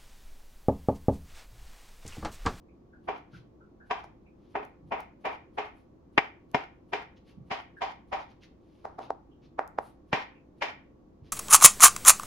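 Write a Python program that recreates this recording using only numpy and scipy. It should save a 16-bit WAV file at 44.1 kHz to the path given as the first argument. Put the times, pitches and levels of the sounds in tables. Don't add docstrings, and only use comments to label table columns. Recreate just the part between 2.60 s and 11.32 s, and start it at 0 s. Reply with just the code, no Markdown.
import sys
import numpy as np
from scipy import signal
from scipy.fft import rfft, irfft
from scipy.io import wavfile
from scipy.ndimage import uniform_filter1d

SR = 44100
rng = np.random.default_rng(int(sys.argv[2]) if len(sys.argv) > 2 else 0)


def put_to_file(sound):
    columns = np.atleast_2d(sound).T
    safe = np.clip(columns, -1, 1)
    whole_steps = np.round(safe * 32767)
    wavfile.write(sys.argv[1], SR, whole_steps.astype(np.int16))


N = 384552
SIZE, LEAD = 8192, SR // 25
HZ = np.maximum(np.arange(SIZE // 2 + 1) * SR / SIZE, 1)
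AGE_S = (np.arange(SIZE) - LEAD) / SR
USUAL_DB = 16

# (t/s, level/dB, low-band level from hand weight/dB, steel ring/dB,
# edge hiss/dB, draw along the board/dB)
CUTS = [(0.4852, 14.5, 14.5, -4, -11, -.5), (1.3096, 19, 10.5, 0, -3, -1),
        (1.9535, 16.5, 21.5, -2.5, -13.5, -1.5), (2.3206, 14.5, 14, -1, -11, 0),
        (2.653, 12.5, 12, .5, -6, .3), (2.9833, 14, 12.5, 1, -4, -1.8), (3.5779, 28.5, 31, 6.5, -.5, -3.5),
        (3.9456, 22, 25.5, 2.5, -1, -1.3), (4.333, 16, 19, 3.5, 1.5, -2.5), (4.913, 11.5, 7, 3, 2.5, -1.5),
        (5.218, 14.5, 7.5, -1.5, -1, 1.2), (5.527, 15.5, 7.5, -4, -5.5, 1.8),
        (7.529, 20.5, 21.5, 4, 1.5, 3.3), (8.0216, 15, 15.5, 6.5, 6, -1.8)]


def undb(db):
    return 10 ** (np.asarray(db) / 20)


def curve(points, hz=HZ):
    f, value = np.transpose(points)
    return np.interp(np.log(np.maximum(hz, 1)), np.log(f), value)


def add(out, x, s):
    i = int(round(s * SR))
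    out[..., i:i + x.shape[-1]] += x[..., :N - i]


def ring(force, db):
    cepstrum = irfft(np.log(undb(db)))
    cepstrum[1:SIZE // 2] *= 2
    cepstrum[SIZE // 2 + 1:] = 0
    response = np.exp(rfft(cepstrum))
    return irfft(rfft(force) * response)


def colour(x, points):
    gain = undb(curve(points, np.arange(N // 2 + 1) * SR / N))
    y = irfft(rfft(x) * gain, N)
    return y / y.std()


def spread(n, wide_hz=650):
    mid, side = rfft(rng.standard_normal((2, n)))
    width = np.clip(np.arange(n // 2 + 1) * SR / n / wide_hz, .2, 1)
    left_right = np.array([mid + width * side, mid - width * side])
    return irfft(left_right / np.sqrt(1 + width ** 2), n)


def scatter(envelope, wide_hz=650, size=61):
    burst = rfft(spread(SIZE, wide_hz) * envelope)
    power = uniform_filter1d(np.mean(abs(burst) ** 2, axis=0), size)
    return irfft(burst / np.sqrt(power))


def push(s):
    return 1. 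* (np.arange(SIZE) == LEAD + int(round(s * SR)))


def fade(t60_s):
    return (AGE_S >= 0) * undb(-60 * abs(AGE_S) / t60_s)


def wander(axis, step):
    return np.interp(axis / step, np.arange(SIZE), rng.standard_normal(SIZE))


def hum(waver=0.37):
    # (f/Hz, level/dB)
    air_spectrum = [(20, -10.5), (60, -2), (100, -4.5), (230, -4), (330, -3), (420, -10), (550, -14),
                    (750, -18), (1130, -23.5), (1500, -33), (3000, -42), (6500, -47), (8500, -57),
                    (15000, -57.5)]
    # (f/Hz, rms before waver/dB)
    lines = [(59.2, -69.5), (296.1, -72.5), (344.5, -71), (516.8, -78.5), (1125, -85)]
    air_rms_db = -57
    t = np.arange(N) / SR
    out = undb(air_rms_db) * colour(spread(N), air_spectrum)
    for hz, db in lines:
        slow = np.interp(t, np.linspace(0, t[-1], num=30), rng.standard_normal(size=30))
        amplitude = np.sqrt(2) * undb(db) * (1 + waver * slow)
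        out = out + amplitude * np.sin(2 * np.pi * hz * t + slow)
    return out


def blips(rows, width, t60_s, trim_db):
    out = np.zeros((2, N))
    for s, hz, db in rows:
        bandpass = 1 / (1 + ((HZ - hz) / (width * hz)) ** 4)
        rise = np.clip(AGE_S / 0.014, 0, 1)
        band = irfft(rfft(spread(SIZE)) * bandpass) * fade(t60_s) * rise
        early_rms = band[:, LEAD:2 * LEAD].std()
        add(out, band * undb(db + trim_db) / early_rms, s - LEAD / SR)
    return out


def plinks():
    # (t/s, f/Hz, level before trim/dB)
    plink_rows = [(.08, 2370, -79), (.325, 1550, -66), (.73, 1460, -61), (1.0, 1405, -68), (1.2, 1550, -63),
                  (1.655, 2440, -74.5), (5.163, 1630, -57), (6.71, 3056, -81), (7.745, 2500, -72)]
    return blips(plink_rows, width=.1, t60_s=0.25, trim_db=4)


def slides():
    slide_in, slide_out = (-.03, .016, -79, -88), (.087, .017, -66, -86.5)
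    rub_db_per_draw_db = 3.0
    rows = []
    for s, *_, draw_db in CUTS:
        for slide, more_db in ((slide_in, 0), (slide_out, rub_db_per_draw_db * draw_db)):
            after, sigma_s, rub_db, fizz_db = slide
            rows.append((s + after, sigma_s, rub_db + more_db, fizz_db + more_db / 2))
    return rows


def grains(spread_db):
    jumps = np.minimum(rng.exponential(size=N), 5)
    return rng.standard_normal(N) * undb(spread_db * jumps)


def smears(rub_grain_db=4, fizz_grain_db=6):
    # (peak t/s, sigma/s, rub/dB, wet fizz/dB)
    wipes = [(0.759, 0.025, -62.5, -83), (1.444, 0.006, -64, -77), (1.87, 0.05, -78, -97),
             (3.184, 0.027, -78, -85), (4.575, 0.008, -66, -96), (4.695, 0.022, -66, -84),
             (5.709, 0.017, -69.5, -91), (5.838, 0.015, -60, -84), (6.19, 0.11, -77, -93),
             (6.436, 0.021, -60, -81), (6.849, 0.017, -68.5, -96), (7.258, 0.036, -70, -73),
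             (8.675, 0.023, -69, -87)]
    # (f/Hz, level/dB)
    rub_spectrum = [(300, -24), (1200, -3.5), (2800, 2.5), (4500, -2.5), (6500, -10), (8500, -40.5),
                    (15000, -34)]
    # (f/Hz, level/dB)
    fizz_spectrum = [(2000, -12.5), (6000, -9.5), (10500, 6.5), (13000, -3), (15000, -25.5)]
    t = np.arange(N) / SR
    rub, fizz = np.zeros((2, N))
    for s, sigma_s, rub_db, fizz_db in wipes + slides():
        stroke = np.exp(-np.minimum(((t - s) / sigma_s) ** 2 / 2, 50))
        rub += undb(rub_db) * stroke
        fizz += undb(fizz_db) * stroke
    rubbing = rub * colour(grains(rub_grain_db), rub_spectrum)
    fizzing = fizz * colour(grains(fizz_grain_db), fizz_spectrum)
    return rubbing + fizzing


def resonances():
    # (f/Hz, half width/Hz, full lift/dB)
    modes = [(274, 29, 7.5), (419, 29, 7), (693, 19, 4.5), (806, 92, 5.5), (965, 30, 2), (1510, 42, 3),
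             (1730, 56, 2.5), (1882, 18, 5), (2140, 30, 4), (2366, 60, 6.5), (5040, 350, 6),
             (6940, 120, 2.5)]
    return sum(lift / (1 + ((HZ - hz) / half_width) ** 2) for hz, half_width, lift in modes)


def crunch(db, rise_s=.0075):
    return undb(db) * scatter((AGE_S < 0) * np.exp(-(AGE_S / rise_s) ** 2))


def landing(s, t60_s=.011, wide_hz=4500):
    return np.roll(scatter(fade(t60_s), wide_hz), int(s * SR), axis=1)


def knocks(chatter=.45, chatter_t60_s=.045, drag_db=-7.5, drag_s=.095, uneven_db=4.2, patchy_db=2.0, trim_db=-2.5):
    # (f/Hz, level/dB)
    board_spectrum = [(30, -25.5), (120, -25), (220, -16.5), (400, -11), (750, -3.5), (1050, -3.5),
                      (1350, -12.5), (2300, -13), (3200, -17.5), (4200, -28), (6500, -36), (8500, -53),
                      (12000, -54), (15000, -65)]
    # (t after first contact/s, relative strength)
    rocking = [(0, 1), (.0035, 1.2), (.011, .45)]
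    # (f/Hz, gain/dB)
    drag_treble = [(2300, 0), (4000, 1.7)]
    # (f/Hz, gain/dB)
    crunch_treble = [(900, 0), (3000, -3.5)]
    crunch_db, crunch_drop = 8.5, 1.2
    tail_db = 14.5
    patch_hz, clump_s, left_db = 70, .004, 2.5
    near, far = np.zeros((2, N)), np.zeros(N)
    board = curve(board_spectrum) + resonances()
    stroke = np.clip(AGE_S / drag_s, 0, 1) ** .5 / (1 + (AGE_S / drag_s) ** 8)
    pan = undb([[left_db / 2], [-left_db / 2]])
    rocking_norm = np.linalg.norm([size for _, size in rocking])
    for s, db, weight_db, steel_db, edge_db, draw_db in CUTS:
        balance = [(130, 0), (380, weight_db - db), (650, 0), (1100, 0),
                   (1700, steel_db), (2550, steel_db), (4000, edge_db)]
        tone = board + curve(balance)
        tone = tone + patchy_db * wander(HZ, patch_hz)
        bright = tone + curve(drag_treble)
        contacts = pan * sum(size * landing(after) for after, size in rocking) / rocking_norm
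        clumps = undb(uneven_db * wander(AGE_S - AGE_S[0], clump_s))
        blow = undb(db) * (contacts + chatter * scatter(fade(chatter_t60_s) * clumps))
        drag = undb(tail_db + draw_db + drag_db) * scatter(stroke * clumps)
        flesh = crunch(crunch_db - crunch_drop * max(weight_db - USUAL_DB, 0))
        sound = ring(flesh, tone + curve(crunch_treble)) + ring(blow, tone) + ring(drag, bright)
        add(near, undb(trim_db) * sound, s - LEAD / SR)
        add(far, ring(push(0), bright + tail_db + draw_db), s - LEAD / SR)
    return near, far


def kitchen(x, build_s=.008, trim_db=1.2):
    # (f/Hz, t60/s)
    room_t60 = [(125, 0.03), (400, 0.31), (900, 0.324), (2300, 0.3845), (5000, 0.2566), (12000, .18)]
    n = 3 * SIZE
    t = np.arange(n) / SR
    hz = np.maximum(np.arange(n // 2 + 1) * SR / n, 1)
    noise, response = rfft(spread(n)), 0
    for centre_hz in 125 * 2. ** np.arange(8):
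        band = np.clip(1 - abs(np.log2(hz / centre_hz)), 0, 1)
        decay = 1000 ** (-t / curve(room_t60, centre_hz))
        response = response + irfft(noise * band) * decay * np.minimum(t / build_s, 1)
    spectrum = rfft(response)
    power = uniform_filter1d(np.mean(abs(spectrum) ** 2, axis=0), size=121)
    response = irfft(spectrum / np.sqrt(power + 1e-6))
    response = response * np.minimum(2 * (1 - t / t[-1]), 1) ** 2
    return undb(trim_db) * signal.fftconvolve(x[None], response, axes=1)[:, :N]


def ticks(t60_s=.005):
    # (t/s, relative level/dB)
    loud = [(2.0505, -28.5), (2.405, -22), (2.655, -23.5), (3.915, -30.5), (7.077, -23)]
    # (f/Hz, level/dB)
    snap_spectrum = [(500, -34.5), (2500, -20.5), (6000, -8), (8500, -13.5), (11000, -7), (13000, -9),
                     (15500, -20.5)]
    faint_db, faint_spread_db, window_s = -39, 2.5, (.05, .11)
    out = np.zeros((2, N))
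    faint = []
    for s, *_ in CUTS:
        faint.append((s + rng.uniform(*window_s), faint_db + faint_spread_db * rng.standard_normal()))
    for s, db in loud + faint:
        add(out, ring(scatter(fade(t60_s)), curve(snap_spectrum) + db), s - LEAD / SR)
    return out


def bumps():
    # (t/s, f/Hz, level before trim/dB)
    bump_rows = [(.73, 130, -53), (2.225, 140, -55.5), (4.77, 152, -51.5), (8.61, 127, -54)]
    return blips(bump_rows, width=0.37, t60_s=0.35, trim_db=2.5)


def taps(trim_db=-2.5, rattle_db=-12, rattle_t60_s=0.078, ringing=0.58):
    # (t/s, level before trim/dB, blade/dB, crunch before contact/dB, room feed/dB)
    tap_rows = [(1.443, -3.5, 0, -4, -7), (6.254, 6.5, 1, -3, -6), (6.3917, 6.5, -1.5, -.5, -3),
                (6.5052, 15.5, -7.5, -15, -16), (6.9925, 16.5, 6, -9, -9), (7.187, 17, 1, -16, -14)]
    # (f/Hz, level/dB)
    tip_spectrum = [(60, -24), (200, -19), (400, -5.5), (600, 1), (850, 2.5), (1250, -6), (2000, -19),
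                    (3000, -34), (6000, -42.5), (8500, -55), (11000, -52), (15000, -66)]
    click_base_db, click_hold = 1.5, .45
    near, far = np.zeros((2, N)), np.zeros(N)
    for s, db, blade_db, crunch_db, room_db in tap_rows:
        click_db = click_base_db + click_hold * (USUAL_DB - db)
        balance = curve([(900, 0), (1800, blade_db), (2500, blade_db), (4000, click_db)])
        tone = curve(tip_spectrum) + ringing * resonances() + balance + db + trim_db
        force = push(0) + crunch(crunch_db) + undb(rattle_db) * scatter(fade(rattle_t60_s))
        force = force / np.sqrt(1 + undb(2 * crunch_db))
        add(near, ring(force, tone), s - LEAD / SR)
        add(far, ring(push(0), tone + room_db), s - LEAD / SR)
    return near, far


def thuds(boom=0.46, boom_t60_s=.07):
    # (t/s, relative level/dB)
    thud_rows = [(3.581, 11.5), (3.946, 14), (4.913, 2.5), (7.532, 16.5)]
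    # (f/Hz, level/dB)
    thud_spectrum = [(20, -13), (50, -4), (90, -1), (140, 3.5), (220, -2), (330, -9.5), (600, -33),
                     (2000, -69)]
    out = np.zeros((2, N))
    for s, db in thud_rows:
        force = push(0) + boom * scatter(fade(boom_t60_s))
        add(out, ring(force, curve(thud_spectrum) + db), s - LEAD / SR)
    return out


def scene(smear_db=-1, smear_room_db=-4.5, tick_room_db=-12):
    knock, knock_far = knocks()
    tap, tap_far = taps()
    wet = undb(smear_db) * smears()
    tick = ticks()
    room_feed = knock_far + tap_far + undb(smear_room_db) * wet + undb(tick_room_db) * tick[0]
    room = kitchen(room_feed)
    small = plinks() + bumps()
    return knock + thuds() + tap + wet + tick + small + room + hum()


def record(dry, ceiling=1.15, top_hz=15800):
    rounded = dry / (1 + (dry / ceiling) ** 4) ** .25
    lowpass = signal.ellip(8, .2, 70, top_hz, fs=SR, output="sos")
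    return signal.sosfilt(lowpass, rounded)


dry = scene()
out = record(dry)
put_to_file(out)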